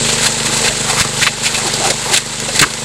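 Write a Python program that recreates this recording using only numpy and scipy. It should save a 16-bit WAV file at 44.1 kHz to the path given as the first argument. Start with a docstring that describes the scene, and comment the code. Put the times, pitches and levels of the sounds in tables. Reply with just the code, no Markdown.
"""Under a bank: a hoe and a foot slop about in shallow muddy water; a small one-cylinder engine runs nearby.
Splashes are bursts of droplet spray over a ringing air pocket and a swarm of bubbles; they ring a steel blade.
Mud glugs as fluttering noise and thuds as dying sines; small bubbles churn; water and engine hiss on steadily.
The engine is a train of firing pulses that ring the exhaust.
The recorder hears it in mono, turns its gain down for loud splashes and clips the highest peaks."""
import sys
import numpy as np
from scipy import signal
from scipy.fft import rfft, irfft
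from scipy.io import wavfile
from scipy.ndimage import uniform_filter1d

SR = 44100
rng = np.random.default_rng(int(sys.argv[2]) if len(sys.argv) > 2 else 0)


def invert_db(x):
    """Field ratio 10**(x/20) for x, a level in decibels (scalar or array-like)."""
    u = np.asarray(x, float) / 20
    return 10 ** u


def put_to_file(sound):
    """Save the sound as 16-bit audio at rate SR, in the file named by the first command-line argument."""
    columns = np.atleast_2d(sound).T  # one column per channel
    safe = np.clip(columns, -1, 1)
    whole_steps = np.round(safe * 32767)
    wavfile.write(sys.argv[1], SR, whole_steps.astype(np.int16))


N = 125244

# colour of the water spray: columns hz [Hz], density_db [dB per Hz, relative]
SPRAY_COLOUR = [(530, -14), (900, -17), (1210, -26), (1350, -13), (2100, -12), (2310, -9.5), (2760, -8.5),
                (3220, -11.5), (4390, -5), (5710, -11.5), (7510, -5.5), (10200, -13.5), (15500, -36.5)]


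def unit(x):
    """Scale to rms 1."""
    return x / np.sqrt(np.mean(x ** 2) + 1e-20)


def colour(x, points):
    """Shape the spectrum of white noise through (Hz, dB) points; rms 1."""
    hz, db = np.transpose(points)
    f = np.maximum(np.arange(N // 2 + 1) * SR / N, 1)
    gain_db = np.interp(np.log(f), np.log(hz), db, left=-90, right=-90)
    return unit(irfft(rfft(x) * invert_db(gain_db), N))


def drift(rate_hz):
    """Slow random wander of rms 1: noise through two equal one-pole lowpasses."""
    r = np.exp(-2 * np.pi * rate_hz / SR)
    wander = signal.lfilter([1], [1, -2 * r, r * r], rng.standard_normal(N + SR))
    return unit(wander[SR:])  # the first second lets the filter settle


def ring(clicks, hz, t60_s):
    """A two-pole resonator: each unit click rings as a dying sine."""
    r = invert_db(-60 / (t60_s * SR))
    w = 2 * np.pi * hz / SR
    return signal.lfilter([0, np.sin(w)], [1, -2 * r * np.cos(w), r * r], clicks + 1e-18)


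def resonate(x, hz, q):
    """Noise twice through one resonance; rms 1."""
    b, a = signal.iirpeak(hz, q, SR)
    return unit(signal.lfilter(b, a, signal.lfilter(b, a, x)))


def add(out, start_s, x):
    """Mix x in from start_s, cut off at the end of the scene."""
    i = int(start_s * SR)
    part = out[i:i + len(x)]
    part += x[:len(part)]


def grains():
    """Dense tiny droplet impacts of uneven size and random sign."""
    grains_per_s, spread_db = 6000, 3.5
    sizes = invert_db(spread_db * np.minimum(rng.exponential(1, N), 5))
    return sizes * rng.choice([-1, 1], N) * (rng.random(N) < grains_per_s / SR)


def hiss():
    """Steady noise of water and engine that flickers as a whole and is patchy band by band."""
    # hiss spectrum: columns hz [Hz], density_db [dB per Hz, relative]
    hiss_colour = [(150, -11), (250, -3), (292, -5.5), (442, 2), (681, -8), (838, -5.5), (1100, -12),
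                   (1990, -4.5), (2400, -5), (4110, -0.5), (5900, -7), (7650, 2), (8490, -2.5),
                   (12900, -44), (15500, -40)]
    hiss_db, flicker_db, flicker_hz = -19, 1.5, 70
    patchy_db, patches_hz = 1.2, 20
    spectrum = rfft(colour(rng.standard_normal(N), hiss_colour))
    octave = np.log2(np.maximum(np.arange(N // 2 + 1) * SR / N, 1) / 250)
    patchy = np.zeros(N)
    for k in range(-2, 14):  # overlapping triangular bands, half an octave apart
        band = irfft(spectrum * np.maximum(1 - np.abs(2 * octave - k), 0), N)
        patchy += invert_db(patchy_db * drift(patches_hz)) * band
    return invert_db(hiss_db + flicker_db * drift(flicker_hz)) * unit(patchy)


def engine():
    """Each firing sends an uneven pulse that rings the exhaust; a low engine order hums as a sine."""
    # engine speed: columns time_s [s], firing_rate_hz [firings per second]
    firing_speed = [(0.0, 25.98), (0.08, 25.1), (0.58, 25.25), (0.91, 24.45), (1.22, 24.47), (1.49, 25.4),
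                    (1.68, 24.53), (2.84, 25.26)]
    # exhaust resonances: columns hz [Hz], strength_db [dB, relative], t60_s [s]
    exhaust_modes = [(100.5, -9, 0.22), (143.1, 13, 0.08), (227.5, 6.5, 0.15), (370, 7, 0.027),
                     (458, 4.5, 0.097), (500, 0.5, 0.13), (600, -1, 0.12), (818, 1.5, 0.074)]
    # humming order: columns order [multiple of the firing rate], rms_db [dB before the bed level]
    hum_orders = [(2, -36.5)]
    first_firing_s, firing_spread_db = 0.011, 1.5
    exhaust_db, exhaust_cut_hz = -24.5, 109
    t = np.arange(-SR // 2, N) / SR  # the half second ahead lets the exhaust settle
    firings = np.cumsum(np.interp(t, *np.transpose(firing_speed))) / SR
    firings = firings - np.interp(first_firing_s, t, firings)
    count = np.floor(firings)
    clicks = np.diff(count, prepend=count[0]) * invert_db(firing_spread_db * rng.standard_normal(len(t)))
    tone = sum(invert_db(db) * ring(clicks, hz, t60_s) for hz, db, t60_s in exhaust_modes)
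    tone = signal.sosfilt(signal.butter(6, exhaust_cut_hz, "high", fs=SR, output="sos"), tone)
    hum = sum(invert_db(db) * np.sqrt(2) * np.sin(2 * np.pi * order * firings) for order, db in hum_orders)
    return (hum + invert_db(exhaust_db) * unit(tone))[SR // 2:]


def churn():
    """Water stirred around tool and foot: random small bubbles, each a dying sine, and a wash of spray."""
    # stirring: columns time_s [s], bubbles_db [dB, rms of the bubbles]
    stirring = [(0, -37.5), (.07, -24.5), (.16, -27), (.23, -25.5), (.33, -25.5), (.46, -24.5),
                (.62, -23.5), (.75, -27), (.87, -26), (.96, -22), (1.1, -28), (1.188, -22.5), (1.331, -30),
                (1.5, -22.5), (1.6, -26), (1.8, -28), (1.96, -27.5), (2.08, -23.5), (2.25, -28.5),
                (2.45, -30), (2.552, -28.5), (2.68, -24), (2.84, -26.5)]
    bubbles_per_s, ring_cycles, low_hz, high_hz = 1000, 26, 850, 5990
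    spread_db, wash_db = -2, 4  # wash relative to the bubbles
    sizes = invert_db(spread_db * np.minimum(rng.exponential(1, N), 4))
    births = sizes * (rng.random(N) < bubbles_per_s / SR) * rng.choice([-1, 1], N)
    dealt = rng.integers(0, 24, N)  # which of 24 pitches each bubble gets
    bubbles = np.zeros(N)
    for k, hz in enumerate(np.geomspace(low_hz, high_hz, num=24)):
        bubbles += ring(births * (dealt == k), hz, ring_cycles / hz)
    wash = invert_db(wash_db) * colour(grains(), SPRAY_COLOUR)
    stir = invert_db(np.interp(np.arange(N) / SR, *np.transpose(stirring)))
    return stir * (unit(bubbles) + wash)


def glugs():
    """Air glugging in mud: hollow resonant noise and a broader slosh, fluttering under a smooth swell."""
    # glugs: columns middle_s [s], level_db [dB, relative], half_length_s [s], pitch_hz [Hz]
    mud_glugs = [(.48, -25, 0.06, 321), (.645, -19.5, 0.072, 468), (0.697, -19.5, 0.039, 600),
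                 (0.899, -16.5, 0.038, 844), (0.931, -22, 0.041, 480), (1.047, -14.5, 0.012, 1250),
                 (1.271, -4, 0.012, 1210), (1.28, -19, 0.018, 600), (1.591, -17.5, 0.025, 790),
                 (1.665, -19.5, 0.041, 780), (1.739, -24, 0.027, 480), (1.797, -19.5, 0.024, 356),
                 (1.825, -18, 0.043, 630), (1.858, -13.5, 0.05, 780), (1.884, -17.5, 0.058, 378),
                 (1.913, -16, 0.022, 517), (2.07, -20.5, 0.025, 500), (2.119, -19.5, 0.051, 771),
                 (2.124, -22, 0.055, 370), (2.492, -17, 0.017, 544), (2.636, -2, 0.016, 1106),
                 (2.625, -11.5, 0.035, 291), (2.639, -18, 0.02, 600), (2.663, -18, 0.028, 370),
                 (1.661, -20.5, 0.056, 363), (0.266, -21.5, 0.035, 850)]
    glug_q, slosh_q, slosh_ratio, slosh_db = 5, 1.5, 1.336, -3.5
    flutter_db, flutter_hz = 1, 120
    out = np.zeros(N)
    for middle_s, db, half_s, hz in mud_glugs:
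        noise = rng.standard_normal(SR // 4)
        n = int(2 * half_s * SR)
        hollow = resonate(noise, hz, glug_q)
        slosh = invert_db(slosh_db) * resonate(noise[::-1], slosh_ratio * hz, slosh_q)
        swell = np.hanning(n) * (hollow + slosh)[-n:]
        add(out, middle_s - half_s, invert_db(db) * unit(swell) / 2)
    return out * invert_db(flutter_db * drift(flutter_hz))


def thuds():
    """Tool and foot thud dully in the mud: a soft push rings it as a dying sine."""
    # thuds: columns start_s [s], level_db [dB, before the soft onset], pitch_hz [Hz], t60_s [s]
    mud_thuds = [(.688, -18, 62, .09), (1.01, 3, 140, .028), (1.545, -16, 60, .08), (2.612, 0, 147, .07),
                 (2.64, -20, 58, .25)]
    out, t = np.zeros(N), np.arange(SR // 4) / SR
    for start_s, db, hz, t60_s in mud_thuds:
        push = 1 - np.exp(-t / 0.002)
        add(out, start_s, invert_db(db - 60 * t / t60_s) * np.sin(2 * np.pi * hz * t) * push)
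    return out


def swarm(t, shape, hz):
    """A dozen bubbles born during a splash, each a dying sine that climbs in pitch."""
    low_oct, high_oct = -0.257, 0.94  # range around the pocket's pitch
    decay_cycles, climb_per_cycle = 91, 0.0043  # cycles to fall 60 dB
    draws = rng.random((12, 2))
    share = np.cumsum(shape) / np.sum(shape)
    birth = np.interp(draws[:, :1], share, t) - 0.0035  # most are born where the splash is strong
    age = np.maximum(t - birth, 0)
    pitch = np.minimum(hz * 2 ** (low_oct + (high_oct - low_oct) * draws[:, 1:]), 0.3 * SR)
    cycles = pitch * age
    tones = np.sin(2 * np.pi * cycles * (1 + climb_per_cycle * cycles))
    return unit(np.sum(invert_db(-60 * cycles / decay_cycles) * tones, axis=0))


def splashes():
    """Spray swells and dies around each peak; noise excites an air pocket whose pitch climbs as it closes."""
    # splashes: columns peak_s [s], spray_db [dB], rise_s [s], fall_s [s], pocket_hz [Hz], pocket_db [dB]
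    splash_events = [(0.09, -18, .006, 0.017, 2290, -18), (0.123, -16.5, 0.0025, 0.017, 2600, -24),
                     (0.194, -32, 0.012, 0.012, 1770, -23), (0.247, -11.5, 0.038, 0.0094, 3080, -24),
                     (0.267, -4.5, 0.0084, 0.013, 1740, -15), (.403, -23, 0.003, 0.005, 3020, -13.5),
                     (.463, -12, 0.013, 0.012, 4200, -28), (0.543, -16, 0.021, 0.026, 2270, -32.5),
                     (0.577, -15, 0.015, 0.0059, 2100, -45), (.652, -9, 0.01, 0.02, 2630, -15),
                     (0.677, -30, 0.011, 0.0093, 1670, -16), (0.685, -22, .008, 0.0085, 2490, -11),
                     (.908, -13.5, 0.024, 0.0097, 2260, -19.5), (0.981, -25, .012, 0.013, 1255, -19),
                     (1.013, -5, 0.022, 0.01, 1655, -14.5), (1.074, -11, 0.0012, 0.004, 4200, -27),
                     (1.212, -27, .02, 0.01, 3680, -15), (1.221, -15, 0.0068, 0.014, 1660, -12),
                     (1.232, -10.5, 0.0096, 0.013, 2270, -7.5), (1.259, -14.5, 0.0096, 0.0068, 4000, -25),
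                     (1.381, -22, 0.004, 0.0036, 4000, -28), (1.268, -13, 0.0029, 0.016, 2240, -3.5),
                     (1.445, -11.5, 0.02, 0.009, 4170, -50), (1.466, -9, 0.016, 0.019, 2690, -10),
                     (1.547, -11.5, 0.0051, 0.017, 2520, -10.5), (1.589, -14.5, 0.027, 0.0047, 2220, -32.5),
                     (1.674, -11.5, 0.015, 0.0088, 4270, -39), (1.74, -29, 0.0061, 0.0072, 4900, -11.5),
                     (1.866, -12.5, 0.031, 0.033, 1530, -27), (1.906, -6, 0.004, 0.0075, 4150, -19),
                     (2.125, -11, 0.01, 0.015, 7500, -42), (2.141, -3.5, 0.0049, 0.016, 2090, -11),
                     (2.167, -11, 0.0061, 0.007, 3580, -9), (2.176, -4.5, 0.0039, 0.0093, 2190, -12.5),
                     (2.401, -8, 0.0004, 0.0025, 4450, -10.5), (2.564, -15, 0.016, 0.029, 2060, -23),
                     (2.594, 0, 0.00148, 0.0092, 2190, -5), (2.615, 2.5, 0.00197, 0.014, 2500, -11),
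                     (2.628, -15, .005, .013, 1467, -0.5), (2.705, -16, 0.0018, 0.01, 4300, -15),
                     (2.738, -10, 0.0019, 0.0031, 4200, -19), (2.78, -23, 0.00284, 0.0029, 3050, -14.5),
                     (2.185, -25, 0.008, 0.0086, 1680, -17.5), (2.489, -19, 0.002, 0.0052, 2770, -18),
                     (2.668, -21, 0.0071, 0.0088, 1320, -23)]
    pocket_q, pocket_climb = 2.4, 0.1  # climb: fraction of the pitch either side of the peak
    upper_ratio, upper_db, swarm_db = 1.51, -3, -7  # second resonance and bubbles, relative to the pocket
    mist_hz, mist_db, mist_per_db = 12000, -11, 0.1  # finest spray: gain at -15 dB, and its growth with level
    lead = 400  # samples for the pocket's resonances to settle
    out, spray, drops = np.zeros(N), colour(grains(), SPRAY_COLOUR), rng.standard_normal(N)
    coarse = signal.sosfiltfilt(signal.butter(2, mist_hz, fs=SR, output="sos"), spray)
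    fine = spray - coarse
    for peak_s, spray_db, rise_s, fall_s, hz, pocket_db in splash_events:
        t = np.arange(int(-3 * rise_s * SR), int(4 * fall_s * SR)) / SR
        shape = np.exp(-np.where(t < 0, (t / rise_s) ** 2, (np.abs(t) / fall_s) ** 1.5))
        i = int((peak_s + t[0]) * SR)
        span = slice(i, i + len(t))

        drive = drops[i - lead:i + 2 * len(t)]
        rings = resonate(drive, hz, pocket_q)
        rings = rings + invert_db(upper_db) * resonate(drive, upper_ratio * hz, pocket_q)
        # reading the ringing ever faster makes its pitch climb
        place = np.cumsum(1 + pocket_climb * np.tanh(t / fall_s))
        pocket = np.interp(place, np.arange(len(rings) - lead), rings[lead:])
        pocket = pocket + invert_db(swarm_db) * swarm(t, shape, hz)
        pocket = pocket * np.sqrt(np.sum(shape ** 2) / np.sum((shape * pocket) ** 2))

        mist = fine[span] * invert_db(mist_db + mist_per_db * (spray_db + 15))
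        burst = invert_db(spray_db) * (coarse[span] + mist) + invert_db(pocket_db) * pocket
        add(out, peak_s + t[0], shape * burst)
    return out


def blade(push):
    """The wet steel blade: moving water shakes its damped modes."""
    # blade modes: columns hz [Hz], gain_db [dB], t60_s [s]
    blade_modes = [(1650, -46, .035), (2060, -41, .045), (2190, -42, .045), (2680, -41, .04),
                   (3620, -41, .04), (4200, -39, .025), (4690, -44, .03), (7220, -43, .03)]
    return sum(invert_db(db) * ring(push, hz, t60_s) for hz, db, t60_s in blade_modes)


def scene():
    """All sources at the microphone, the same in both channels."""
    # level of engine and hiss together, sagging slowly and returning: columns time_s [s], gain_db [dB]
    bed_level = [(.45, 2), (1.8, 0.5), (2.22, -1), (2.7, 1)]
    bed = invert_db(np.interp(np.arange(N) / SR, *np.transpose(bed_level))) * (engine() + hiss())
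    wet = splashes() + churn()
    mono = bed + wet + blade(wet) + glugs() + thuds()
    return np.array([mono, mono])


def top_cut(x):
    """Nothing passes above the cut-off."""
    return signal.sosfilt(signal.butter(12, 15690, fs=SR, output="sos"), x)


def record(dry):
    """The recorder's gain falls fast above a knee and creeps back; the highest peaks clip."""
    knee_db, squeeze = -13.5, 0.57  # squeeze: dB of cut per dB over the knee
    sense_s, attack_s, release_db_per_s = 0.0027, 0.048, 17
    gain_db, clip_top = 0.5, 0.86
    power = uniform_filter1d(dry[0] ** 2, size=int(sense_s * SR))
    over = np.maximum(10 * np.log10(power + 1e-12) - knee_db, 0) * squeeze
    release = release_db_per_s * np.arange(N) / SR
    held = np.maximum.accumulate(over + release) - release  # jumps up, then falls in a straight line
    r = np.exp(-1 / (attack_s * SR))
    cut_db = signal.lfilter([1 - r], [1, -r], held)
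    mix = np.clip(dry * invert_db(gain_db - cut_db), -clip_top, clip_top)
    return top_cut(mix)


dry = scene()
out = record(dry)
put_to_file(out)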